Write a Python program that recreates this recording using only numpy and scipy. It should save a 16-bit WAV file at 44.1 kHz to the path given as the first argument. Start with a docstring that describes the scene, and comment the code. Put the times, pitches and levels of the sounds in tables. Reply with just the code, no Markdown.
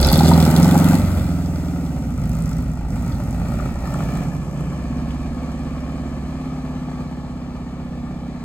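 """A throaty engine revs, sinks into a lug as the clutch bites, then drives off down a quiet street.
It is an old van's air-cooled flat-four: four uneven firings a cycle throb in the exhaust pipe,
rasp in the silencer, shake its shell and hiss, spit and ping at the tailpipes.
Cooling air and tyres are noise pulsing with the firings; the street is a low noise rumble.
House fronts scatter the sound back, and a phone hears it through two microphone ports."""
import sys
import numpy as np
from scipy import signal
from scipy.fft import rfft, irfft, next_fast_len
from scipy.io import wavfile
from scipy.ndimage import uniform_filter1d, map_coordinates

SR = 44100
rng = np.random.default_rng(int(sys.argv[2]) if len(sys.argv) > 2 else 0)


def generate_wav(sig):
    """Save sig (samples, or channels by samples) to the path in sys.argv[1] as 16-bit PCM at SR."""
    pcm = np.round(np.clip(np.atleast_2d(sig).T, -1, 1) * 32767).astype(np.int16)
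    wavfile.write(sys.argv[1], SR, pcm)


N = 372204  # samples

# Engine speed. Each row: time in seconds, four-stroke cycles per second.
ENGINE_SPEED = [(0.0, 16.33), (0.18, 19.55), (0.3, 21.23), (0.49, 19.57), (0.67, 22.7), (0.9, 22.71),
                (1.0, 23.42), (1.3, 20.7), (1.42, 20.51), (1.82, 19.41), (2.02, 15.95), (2.2, 12.62),
                (2.39, 13.86), (2.85, 13.2), (3.1, 15.06), (3.2, 13.67), (3.7, 15.0), (4.42, 15.34),
                (5.03, 17.29), (5.93, 17.48), (7.4, 16.31), (8.44, 16.02)]
# Cylinders in firing order. Each row: place in the cycle 0-1, mean strength in dB.
CYLINDERS = [(.01, -2), (0.251, 1), (0.488, -5), (0.741, 0)]
# Barks in the silencer. Each row: start in seconds, level in dB before the underside colour, pitch in Hz.
BARKS = [(.115, -11, 880), (.155, -20, 690), (.204, -13.5, 750), (.254, -22.5, 756), (.313, -12, 870),
         (.361, -14, 840), (.373, -21, 720), (.412, -25, 895), (.461, -16, 865), (.548, -24, 730),
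         (.596, -24, 780), (.654, -17, 900), (.74, -20, 855), (.752, -16, 860), (.917, -17, 920),
         (2.696, -41, 835), (3.6, -33, 1280), (3.756, -29, 795), (3.875, -30, 1100), (3.942, -30, 1300),
         (4.005, -27, 1220), (4.17, -29, 1250), (4.225, -31, 597)]
# Sharp spits at the tailpipes. Each row: start in seconds, level in dB, pitch in Hz.
SPITS = [(.0135, -15, 11100), (.0705, -16, 10900), (.116, -16, 11000), (.1265, -11, 11500),
         (.154, -24, 9050), (.1775, -12, 10900), (.2885, -19, 9000), (.5102, -16.5, 11000),
         (.5825, -24, 11000), (.5938, -28, 11500), (.6287, -17.5, 5300), (2.238, -39, 5000),
         (2.295, -33, 12000), (2.317, -39, 5540), (2.353, -36, 7360), (2.3865, -40, 5160),
         (2.4226, -31, 7500), (2.438, -38, 8750), (2.457, -36, 5300), (2.4924, -31, 7460),
         (2.53, -37, 5800), (2.5837, -39, 8000), (2.5094, -41, 12000), (3.0232, -36, 7800),
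         (3.238, -38, 13000), (3.3086, -35, 8000), (3.9401, -34, 8000), (4.1726, -38, 7500),
         (5.106, -39, 2900), (5.11, -46, 7040)]
# Metallic pings of the tailpipes. Each row: start in seconds, level in dB.
PINGS = [(0.0153, -19), (0.028, -5), (0.041, -21), (.0702, -32), (0.0867, -7.5), (0.1, -9.5), (0.139, -9.5),
         (.154, -19), (0.19, -11), (0.239, -20), (.2518, -17), (.265, -33), (0.275, -15), (.2885, -20),
         (.3356, -13), (3.121, -34), (3.152, -36)]
# Ringing of a ping. Each row: mean frequency in Hz, mean level in dB, time to fall 60 dB in seconds.
TIP_MODES = [(3650, -3, .013), (4230, -1, .015), (4650, 0, .015), (5400, -6, .011)]
# Resonances of the tailpipe tips. Each row: frequency in Hz, width in Hz, relative level in dB.
TIP_RESONANCES = [(3360, 220, 25), (3470, 180, -10), (4120, 220, -8), (5060, 1200, 3)]
# Resonances of the exhaust pipe. Each row: frequency in Hz, width in Hz, relative level in dB.
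PIPE_RESONANCES = [(53.6, 60, -0.5), (73.6, 11.6, -9), (142, 61, -3), (237, 38, -8)]
# Resonances of the silencer's shell. Each row: frequency in Hz, width in Hz, relative level in dB.
SHELL_RESONANCES = [(576, 55, 6.5), (1287, 140, -5.5), (1950, 1400, -17), (2340, 90, -7.5)]
# Spectrum of the silencer's rasp. Each row: frequency in Hz, relative level in dB per Hz.
RASP_SPECTRUM = [(200, -39.5), (340, 3.5), (420, -3), (480, -1), (570, 0.5), (720, 3), (900, 0.5),
                 (1000, -10.5), (1300, -18.5), (1600, -12.5), (2000, -22), (3000, -15.5), (6000, -64.5)]
# Spectrum of the tailpipe hiss close by. Each row: frequency in Hz, relative level in dB per Hz.
NEAR_HISS_SPECTRUM = [(1000, -40), (2000, -9), (3000, -7), (4500, -5), (6000, -5), (8000, 0), (10000, -4),
                      (11800, -2), (15500, -6)]
# Spectrum of the hiss far off. Each row: frequency in Hz, relative level in dB per Hz.
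FAR_HISS_SPECTRUM = [(2000, -16), (3500, -21), (5400, 6), (6600, 2), (8500, 3), (10000, -6.5),
                     (12000, -0.5), (15500, -42)]
# Spectrum of cooling air and tyres. Each row: frequency in Hz, relative level in dB per Hz.
RUSH_SPECTRUM = [(200, -3.5), (560, -2), (790, -6), (1000, 0), (1250, -1), (1500, -11), (2400, -6.5),
                 (2900, -21.5), (4300, -15), (5400, -21), (6600, -23), (9000, -27), (15000, -58)]
# Spectrum of the neighbourhood rumble. Each row: frequency in Hz, relative level in dB per Hz.
STREET_SPECTRUM = [(15, -6), (30, 6), (50, -26), (100, -7), (250, 0), (500, -24), (2000, -55), (15000, -55)]
# Silencer colour on the beat at every speed. Each row: frequency in Hz, relative level in dB.
SILENCER_COLOUR = [(40, -4), (58, 1.5), (85, 1.5), (112, -8.5), (140, 0), (160, 4.5), (185, -1), (212, -4),
                   (245, -1), (275, -1), (305, -12.5), (355, -13.5), (430, -18)]
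# Phase between the ports. Each row: frequency in Hz, radians by which left leads.
PORT_LEAD = [(150, .11), (300, .14), (1380, .3), (1900, .8), (2700, 1.6), (4570, 1.8), (5500, 3),
             (8180, -.6), (9850, -3.14), (11600, -6.28), (13500, -9.4), (15000, -12.4)]
# Likeness of the ports. Each row: frequency in Hz, likeness 0-1.
PORT_LIKENESS = [(100, .995), (300, .99), (640, .94), (1400, .76), (2500, .48), (5000, .56), (9000, .76),
                 (15000, .7)]
# Balance of the ports. Each row: frequency in Hz, left minus right in dB.
PORT_BALANCE = [(60, -1), (150, -1), (400, -1), (1000, 1.5), (2000, 2.5), (4000, -3.5), (8000, -1.5)]
# Echo off the houses. Each row: frequency in Hz, time to fall 60 dB in seconds.
HOUSE_DECAY = [(100, 0.5), (1000, 0.22), (10000, 0.19)]

# Exhaust beat in each way of running. Each row: order of the engine cycle, relative level in dB.
REVVING = [(3, -19), (4, -5.5), (5, -11), (6, -14.5), (7, -4), (8, -1.5), (9, -6), (10, -7), (11, -6),
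           (12, -9.5), (13, -6.5), (14, -7.5), (15, -5), (16, -20), (17, -12), (18, -14), (19, -7),
           (20, -11)]
OVERRUN = [(3, -6.5), (4, 0.5), (5, -9), (6, -4), (7, -4), (8, -1), (9, -1.0), (10, -5.5), (11, -12.5),
           (12, -9.5), (13, -3.5), (14, -2.5), (15, -2), (16, -12), (17, -4.5), (18, -5), (19, -12.5),
           (20, -5.5)]
LUGGING = [(3, -18), (4, 1), (5, -3.5), (6, -9.0), (7, -11.0), (8, -5), (9, 3), (10, -12), (11, -7.5),
           (12, -1), (13, -15), (14, -11), (15, -10), (16, -4.5), (17, -20.5), (18, -5.5), (19, -7.5),
           (20, -18.5)]
CATCHING = [(3, -7.0), (4, -0.5), (5, -12), (6, -10), (7, -17), (8, -10.5), (9, 5.5), (10, -3.5), (11, -4),
            (12, -13.5), (13, 0), (14, -15), (15, -6), (16, -11.5), (17, -9), (18, -5.5), (19, -14),
            (20, -10)]
DRIVING = [(3, -3), (4, 2.5), (5, -15), (6, -10), (7, -8.5), (8, 1), (9, -4), (10, -21), (11, 1), (12, -12),
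           (13, -1.5), (14, 0.5), (15, 0), (16, -7.5), (17, -6.5), (18, -2.5), (19, -4.5), (21, -5)]
CRUISING = [(3, -8.5), (4, -2.5), (5, -12.5), (6, -12), (7, -13), (8, -5), (9, -0.5), (10, -12.5), (11, -3),
            (12, -7.5), (13, -4), (14, -9.5), (15, 2), (16, -10), (17, -6), (18, -10.5), (19, -7.0),
            (20, -8.5)]
LIFTING = [(3, -6), (4, 1), (5, -1.5), (6, -5.5), (7, -9.5), (8, -10), (9, -1.5), (10, -13), (11, -8),
           (12, -20), (13, -9), (14, -20), (15, -9), (16, -26), (17, -17), (18, -22), (19, -17.0),
           (20, -24)]
PULLING = [(3, -10), (4, 3.5), (5, -5.5), (6, -9.0), (7, 0), (8, 1), (9, 2), (10, -3.5), (11, -10.5),
           (12, -4.5), (13, -11), (14, -4.5), (15, -3), (16, -5), (17, -15), (18, -6.5), (19, -11),
           (20, -12.5)]
# The low, thin beat of a stumble, strongest at the firing rate, in the same columns:
# order of the engine cycle, relative level in dB.
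STUMBLING = [(2, 1), (3, -8.5), (4, 5), (5, 0), (7, -22.5), (8, -1.5), (10, -9.5), (12, -10.5), (15, -11.5),
             (21, -14.5)]
# The beat as the engine first picks up speed, in the same columns:
# order of the engine cycle, relative level in dB.
PICKING_UP = [(3, -20), (4, -1), (5, -8.0), (6, -5.5), (7, -1.5), (8, 1), (9, -11.5), (10, 0), (11, -3.5),
              (12, -2.5), (13, -5), (14, -18), (15, -24), (16, 1), (17, -5), (18, -13), (19, 0.0), (20, -5)]
# Ways of running, by name. Each entry: beat table, smear of the thump as the delay of order 20 in cycles,
# cycles by which the thump comes early, ragged share of the throb 0-1, spitting share of the hiss 0-1.
BEATS = {"stumbling": (STUMBLING, 1.0, .1, .15, .4), "picking up": (PICKING_UP, -1.0, .74, .025, .6),
         "racing": (REVVING, 1.2, .64, .02, .8), "lifting off": (LIFTING, 1.4, .22, .15, .25),
         "overrun": (OVERRUN, -1.0, .66, .03, .12), "lugging": (LUGGING, 1.4, .68, .25, .55),
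         "pulling": (PULLING, 2.4, .36, .3, .4), "catching": (CATCHING, -1.0, .38, .25, .38),
         "driving": (DRIVING, -.2, .74, .04, .35), "cruising": (CRUISING, -.6, .48, .04, .1)}
# Stages of pulling away. Each row: way of running, start in seconds, blend in seconds,
# then trims in dB for throb, rasp, hiss and blare.
DRIVE_STAGES = [("stumbling", -.2, .1, -1, 0, -1.9, -6), ("picking up", .1, 0.02, 0.79, 1, -0.24, -7),
                ("racing", 0.487, .1, 0.89, 0, 0, -10), ("lifting off", 0.96, 0.068, 0.17, -3.9, -.6, 0),
                ("overrun", 1.19, .13, 0.33, -1.2, .3, .5), ("lugging", 1.98, 0.22, 0.36, -5, 0.19, -0.3),
                ("stumbling", 2.73, .081, -0.54, -.5, -2.2, -.5),
                ("pulling", 2.88, 0.019, 1.5, -4, 0.29, -1.2), ("pulling", 3.12, .2, 0.33, -2.1, 0, 1.8),
                ("stumbling", 3.68, 0.049, -1.8, -1.9, -.45, 1.5),
                ("catching", 3.86, 0.043, 0, 0, 1.9, 3.9), ("driving", 4.52, .4, 1, -0.43, -2, -1),
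                ("cruising", 6.05, .4, 0, 0.11, -2, -10.5)]
# Presses of the accelerator. Each row: down in seconds, up in seconds, depth 0-1.
PRESSES = [(-.1, 0.944, 1), (1, 1.18, 0.45), (2.138, 2.585, 0.28), (2.866, 3.44, 0.33), (3.4, 3.674, 0.44),
           (3.744, 4.205, 0.44), (4.513, 6.09, 0.18), (6.079, 6.996, 0.16)]

# Loudness laws, before trims. Each: base level in dB, dB added at full throttle,
# dB per doubling of engine speed, dB lost per doubling of distance.
THROB_LAW = (-19.5, 8, 0, 4)
RASP_LAW = (-36.5, 12, 0.5, 2)
HISS_LAW = (-46.5, 14.5, 3.5, 6.5)
FAN_LAW = (-46.5, 13.5, 5.5, -0.42)
BLARE_LAW = (-45, 18, 5.5, 3.5)
# Path away from the listener: first distance in m, first speed in m/s, acceleration in m/s2.
PATH = (8, 2.2, .6)
# Hollow colour between underside and road. Each row: frequency in Hz before the slide, gain in dB.
HOLLOW_COLOUR = [(640, 0), (830, -2), (970, -5), (1090, 2.5), (1270, 2.5), (1370, -0.5), (1500, -7.5),
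                 (1740, 4.5), (1880, -2.5), (2060, -4), (2380, 0), (2650, -2.5), (3200, 0.5)]
# Slide of that colour as the van straightens out and draws away. Each row: time in seconds, frequency ratio.
HOLLOW_SLIDE = [(0, 1.143), (3.1, 1.123), (3.7, 1.07), (4.3, 0.982), (8.44, 1.01)]

START_TURN = .479  # engine cycles already turned at the start
REFERENCE_SPEED = 16  # cycles per second at which engine speed adds no loudness
PRESS_S, LIFT_S = 0.075, 0.12  # opening ramp and closing time constant of the throttle, seconds
DULL_PER_DOUBLING, BRIGHT_PER_THROTTLE = 0.7, 0.91  # far share of the hiss: distance adds, throttle takes
WHISTLE_DB, WHISTLE_FADE_DB_PER_S = -28.5, 17
SWAY_CYCLES = .0086  # timing sway of the beat, multiplied by its ragged share
WAVER_DB = .8  # rms waver of each band once the distance has doubled
TOP_HZ = 16000  # band limit of the phone


def amp(db):
    """Decibels to linear gain."""
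    return 10 ** (np.asarray(db) / 20)


def unit(x):
    """Bring x to rms 1."""
    return x / np.sqrt(np.mean(x ** 2) + 1e-20)


def steady(x):
    """Hold x near rms 1 over every few engine cycles."""
    power = uniform_filter1d(uniform_filter1d(x ** 2, size=SR // 8), size=SR // 8)
    return x / np.sqrt(np.abs(power) + 1e-20)


def along(points, hz):
    """Read (Hz, value) points on a log frequency axis."""
    f, v = np.transpose(points)
    return np.interp(np.log(hz + 1), np.log(f + 1), v)


def wobble(rate):
    """A smooth random curve with rate knots a second."""
    return map_coordinates(rng.standard_normal(N // 100), [np.arange(N) * rate / SR])


def noise():
    """White noise."""
    return rng.standard_normal(N)


def filtered(x, response):
    """Shape x by a complex response of frequency."""
    m = next_fast_len(N + SR // 2)
    return irfft(rfft(x, m) * response(np.fft.rfftfreq(m, 1 / SR)), m)[..., :N]


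def minimum_phase(gains):
    """The causal response that has these gains from 0 Hz upward."""
    cepstrum = irfft(np.log(gains))
    n = np.arange(len(cepstrum))
    fold = 1 + np.sign(len(n) // 2 - n) * (n > 0)  # moves the later half onto the earlier
    return np.exp(rfft(cepstrum * fold))


def coloured(x, spectrum):
    """Pass x through a causal filter with the given spectrum."""
    hz = np.fft.rfftfreq(8192, 1 / SR)
    impulse = irfft(minimum_phase(amp(along(spectrum, hz))))
    return signal.fftconvolve(x, impulse)[:N]


def rung(x, modes):
    """Let x ring a set of resonances side by side."""
    def response(f):
        return sum(amp(db) * 1j * f * width / (centre * centre - f * f + 1j * f * width)
                   for centre, width, db in modes)
    return filtered(x, response)


def band(x, lo_hz, hi_hz, order):
    """Causal band-pass."""
    return signal.sosfilt(signal.butter(order, [lo_hz, hi_hz], "band", fs=SR, output="sos"), x)


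def kicks(times, sizes):
    """Impulses of the given sizes."""
    at = np.clip(np.round(times * SR).astype(int), 0, N)
    return np.bincount(at, sizes, N + 1)[:N]


def puffs(pulses, life):
    """Each impulse becomes a swell that peaks after life seconds and dies away."""
    u = np.arange(SR // 8) / SR / life
    return np.abs(signal.fftconvolve(pulses, u * np.exp(1 - u))[:N])


def engine_speed():
    """Four-stroke cycles per second at every sample."""
    return np.interp(np.arange(N) / SR, *np.transpose(ENGINE_SPEED))


def turns():
    """Engine cycles completed at each sample."""
    return START_TURN + np.cumsum(engine_speed()) / SR


def firings(scatter_db):
    """Time and size of every firing, placed unevenly through each engine cycle."""
    place, db = np.transpose(CYLINDERS)
    turn = turns()
    cycles = np.arange(int(turn[-1]) + 1)
    at = np.searchsorted(turn, (cycles[:, None] + place).ravel())
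    sizes = amp(np.tile(db, len(cycles)) + scatter_db * rng.standard_normal(len(at)))
    heard = (at > 0) & (at < N)
    return at[heard] / SR, sizes[heard]


def throttle():
    """How far the throttle is open, 0-1: each press rises, holds and dies away."""
    t = np.arange(N) / SR
    presses = []
    for down, up, depth in PRESSES:
        opening = np.clip((t - down) / PRESS_S, 0, 1)
        closing = np.exp(-np.maximum(t - up, 0) / LIFT_S)
        presses.append(depth * opening * closing)
    return np.max(presses, axis=0)


def doublings():
    """How often the distance has doubled as the van gathers pace."""
    start_m, speed, acceleration = PATH
    t = np.arange(N) / SR
    return np.log2(1 + (speed * t + acceleration * t ** 2 / 2) / start_m)


def level_db(law):
    """A layer follows throttle, engine speed and distance by its loudness law."""
    base_db, throttle_db, speed_db, distance_db = law
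    engine_db = throttle_db * throttle() + speed_db * np.log2(engine_speed() / REFERENCE_SPEED)
    return base_db + engine_db - distance_db * doublings()


def stage_shares():
    """Share of each stage at every sample: each blends in as the one before blends out."""
    t = np.arange(N) / SR
    begun = np.array([np.clip((t - start) / blend, 0, 1) for _, start, blend, *_ in DRIVE_STAGES])
    return -np.diff(begun, axis=0, append=0)


def combustion():
    """Ragged share, spit share and the dB trims of throb, rasp, hiss and blare at every sample."""
    settings = [(*BEATS[way][-2:], *trims_db) for way, _, _, *trims_db in DRIVE_STAGES]
    return np.transpose(settings) @ stage_shares()


def street():
    """Low rumble of the neighbourhood: dark noise with a slowly wandering level."""
    return amp(-40 + 2 * wobble(4)) * unit(coloured(noise(), STREET_SPECTRUM))


def houses(x):
    """House fronts and parked cars scatter the sound into a tail whose treble dies sooner."""
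    hz, t, z = signal.stft(rng.standard_normal(SR // 2), SR, nperseg=256)
    decay = amp(-60 * t / along(HOUSE_DECAY, hz)[:, None])
    tail = signal.istft(z * decay, SR, nperseg=256)[1]
    return signal.fftconvolve(x, tail / np.linalg.norm(tail))[:N]


def fan(times, sizes):
    """Cooling air and tyres rush, with mechanical clatter in step with the firings."""
    clatter = 1 + 0.95 * steady(puffs(kicks(times, sizes), life=0.0099))
    rush = unit(coloured(noise() * clatter, RUSH_SPECTRUM))
    return amp(level_db(FAN_LAW) + 0.2 * wobble(9.8)) * rush


def bursts(events, cycles, width, order):
    """Single harder puffs of gas: each rings in a band around its pitch and peaks after a few cycles."""
    t = np.arange(SR // 16) / SR
    out = np.zeros(N + len(t))
    for start, db, hz in events:
        u = t * hz / cycles
        top_hz = min(hz * (1 + width), SR / 2 - 1)
        ring = unit(band(rng.standard_normal(len(t)), hz / (1 + width), top_hz, order=order))
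        out[round(start * SR):][:len(t)] += amp(db) * u * np.exp(1 - u) * ring
    return out[:N]


def pings():
    """Hard puffs crack against the steel tips, which ring for a moment."""
    t = np.arange(SR // 16) / SR
    out = np.zeros(N + len(t))
    for start, db in PINGS:
        ring = np.zeros(len(t))
        for hz, mode_db, t60 in TIP_MODES:
            louder, sharper = rng.standard_normal(2)  # no two pings ring quite alike
            tone = np.sin(2 * np.pi * hz * (1 + 0.028 * sharper) * t)
            ring += amp(mode_db + 2 * louder - 60 * t / t60) * tone
        crack = band(rng.standard_normal(len(t)), 2400, 9500, order=2) * amp(-1 - 60 * t / 0.011)
        onset = 1 - np.exp(-t / 0.00099)
        out[round(start * SR):][:len(t)] += amp(db) * onset * (ring + crack)
    return out[:N]


def tailpipes(times, sizes):
    """Each firing spits noise through the narrow tips, with a tip whistle that fades from the start."""
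    _, spit_share, _, _, hiss_db, _ = combustion()
    spit_share = np.clip(spit_share, 0, 1)
    far = np.clip(DULL_PER_DOUBLING * doublings() - BRIGHT_PER_THROTTLE * throttle(), 0, 1)
    strength = sizes ** .3 * amp(3 * rng.standard_normal(len(times)))  # evens out the cylinders
    spit = steady(puffs(kicks(times, strength), life=0.0016))
    flow = np.sqrt(spit_share * spit ** 2 + 1 - spit_share)
    near_hiss = unit(coloured(noise() * flow, NEAR_HISS_SPECTRUM))
    far_hiss = unit(coloured(noise() * flow, FAR_HISS_SPECTRUM))
    hiss = np.sqrt(1 - far) * near_hiss + np.sqrt(far) * far_hiss
    whistle = unit(band(rung(noise() * spit ** 2, TIP_RESONANCES), 4130, 5800, order=2))
    whistle_db = WHISTLE_DB - WHISTLE_FADE_DB_PER_S * np.arange(N) / SR
    return amp(level_db(HISS_LAW) + hiss_db) * hiss + amp(whistle_db) * whistle


def shell(times, sizes):
    """Firings shake the silencer's steel shell: pulsing noise rings its resonances into a blare."""
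    blows = noise() * (0.41 + puffs(kicks(times, sizes), life=0.0041))
    blare = steady(band(rung(blows, SHELL_RESONANCES), 476, 2480, order=3))
    blare_db = combustion()[-1]
    return amp(level_db(BLARE_LAW) + blare_db) * blare


def chambers(pulses):
    """The silencer's chambers smear each pulse; their ring drifts as the hot gas shifts."""
    t = np.arange(SR // 10) / SR
    first, second = [signal.fftconvolve(pulses, rng.standard_normal(len(t)) * amp(-60 * t / 0.035))[:N]
                     for _ in range(2)]
    drift = 1.5 * wobble(.8)  # radians, turning from one ring to the other
    return band(np.cos(drift) * first + np.sin(drift) * second, 200, 2500, order=3)


def beat(ragged, sway, flutter_db):
    """Every cycle starts with a thump and rings down; ragged running shakes its timing and size."""
    turn = turns() + sway * ragged * wobble(22)
    order = np.arange(257)
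    out = np.zeros(N)
    for (way, *_), share in zip(DRIVE_STAGES, stage_shares()):
        orders, smear, early, _, _ = BEATS[way]
        # orders beyond the table fall away steeply
        db = np.interp(order, *np.transpose([(0, -45), *orders, (28, -50), (50, -100)]))
        delay = np.exp(-1j * np.pi * smear * order ** 2 / 20)
        cycle = unit(irfft(minimum_phase(amp(db)) * delay))
        out += share * np.interp(turn + early, np.arange(len(cycle)) / len(cycle), cycle, period=1)
    return steady(coloured(out, SILENCER_COLOUR)) * amp(flutter_db * ragged * wobble(30))


def exhaust(times, sizes):
    """A regular beat, stray pulses that ring the pipe, and a turbulent wake that rasps in the silencer."""
    ragged, _, throb_db, rasp_db, _, _ = combustion()
    ragged = np.clip(ragged, .01, .6)
    late, strength = rng.standard_normal((2, len(times)))
    stray = kicks(times + 0.00212 * late, np.tanh(2 * strength))
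    stray = steady(band(rung(stray, PIPE_RESONANCES), 44.7, 225.5, order=3))
    regular = beat(ragged, sway=SWAY_CYCLES, flutter_db=1.5)
    throb = np.sqrt(1 - ragged) * regular + np.sqrt(ragged) * stray
    gusts = noise() * (1.5 + puffs(kicks(times, sizes), life=0.003))
    wake = steady(coloured(gusts, RASP_SPECTRUM))
    buzz = steady(coloured(chambers(kicks(times, sizes)), RASP_SPECTRUM))
    rasp = amp(-1) * (0.62 * buzz + 0.83 * wake)
    return amp(throb_db + level_db(THROB_LAW)) * throb + amp(rasp_db + level_db(RASP_LAW)) * rasp


def underside(x):
    """Reflections under the van cut sliding peaks and hollows; each band wavers on its own."""
    hz, t, z = signal.stft(x, SR, nperseg=1024)
    ratio = np.interp(t, *np.transpose(HOLLOW_SLIDE))
    field = uniform_filter1d(rng.standard_normal(z.shape), size=2, axis=0)
    field = uniform_filter1d(uniform_filter1d(field, size=18, axis=1), size=12, axis=1)
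    waver_growth = np.minimum(np.interp(t, np.arange(N) / SR, doublings()), 1)
    waver_db = WAVER_DB * unit(field) * waver_growth
    colour_db = along(HOLLOW_COLOUR, hz[:, None] / ratio)
    return signal.istft(z * amp(colour_db + waver_db), SR, nperseg=1024)[1][:N]


def ports(direct, diffuse):
    """Two microphone ports hear the sound with their own phase and level, their likeness set by pitch."""
    def angle(hz):
        return np.arccos(np.clip(along(PORT_LIKENESS, hz), 0, 1)) / 2

    half = np.array([[.5], [-.5]])  # left, right

    def offset(hz):
        return amp(half * along(PORT_BALANCE, hz)) * np.exp(1j * half * along(PORT_LEAD, hz))

    mid = filtered(direct, lambda hz: np.cos(angle(hz)))
    side = filtered(diffuse, lambda hz: np.sin(angle(hz)))
    return filtered(np.array([mid + side, mid - side]), offset)


def scene():
    """The van in its street, with the echo of the houses, at the two ports."""
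    times, sizes = firings(scatter_db=2.5)
    van = fan(times, sizes) + tailpipes(times, sizes) + shell(times, sizes) + exhaust(times, sizes)
    van = underside(van + bursts(BARKS, cycles=2.33, width=0.14, order=2))
    van = van + pings() + bursts(SPITS, cycles=4.5, width=.14, order=1)
    air = street() + van
    echo = houses(band(van, 176, 9100, order=2))
    return ports(air + amp(-11.0) * echo, houses(air))


def record(dry):
    """The phone rounds off the highest peaks and keeps nothing above its band limit."""
    rounded = dry / (1 + (dry / .97) ** 8) ** (1 / 8)
    return filtered(rounded, lambda hz: hz < TOP_HZ)


dry = scene()
out = record(dry)
generate_wav(out)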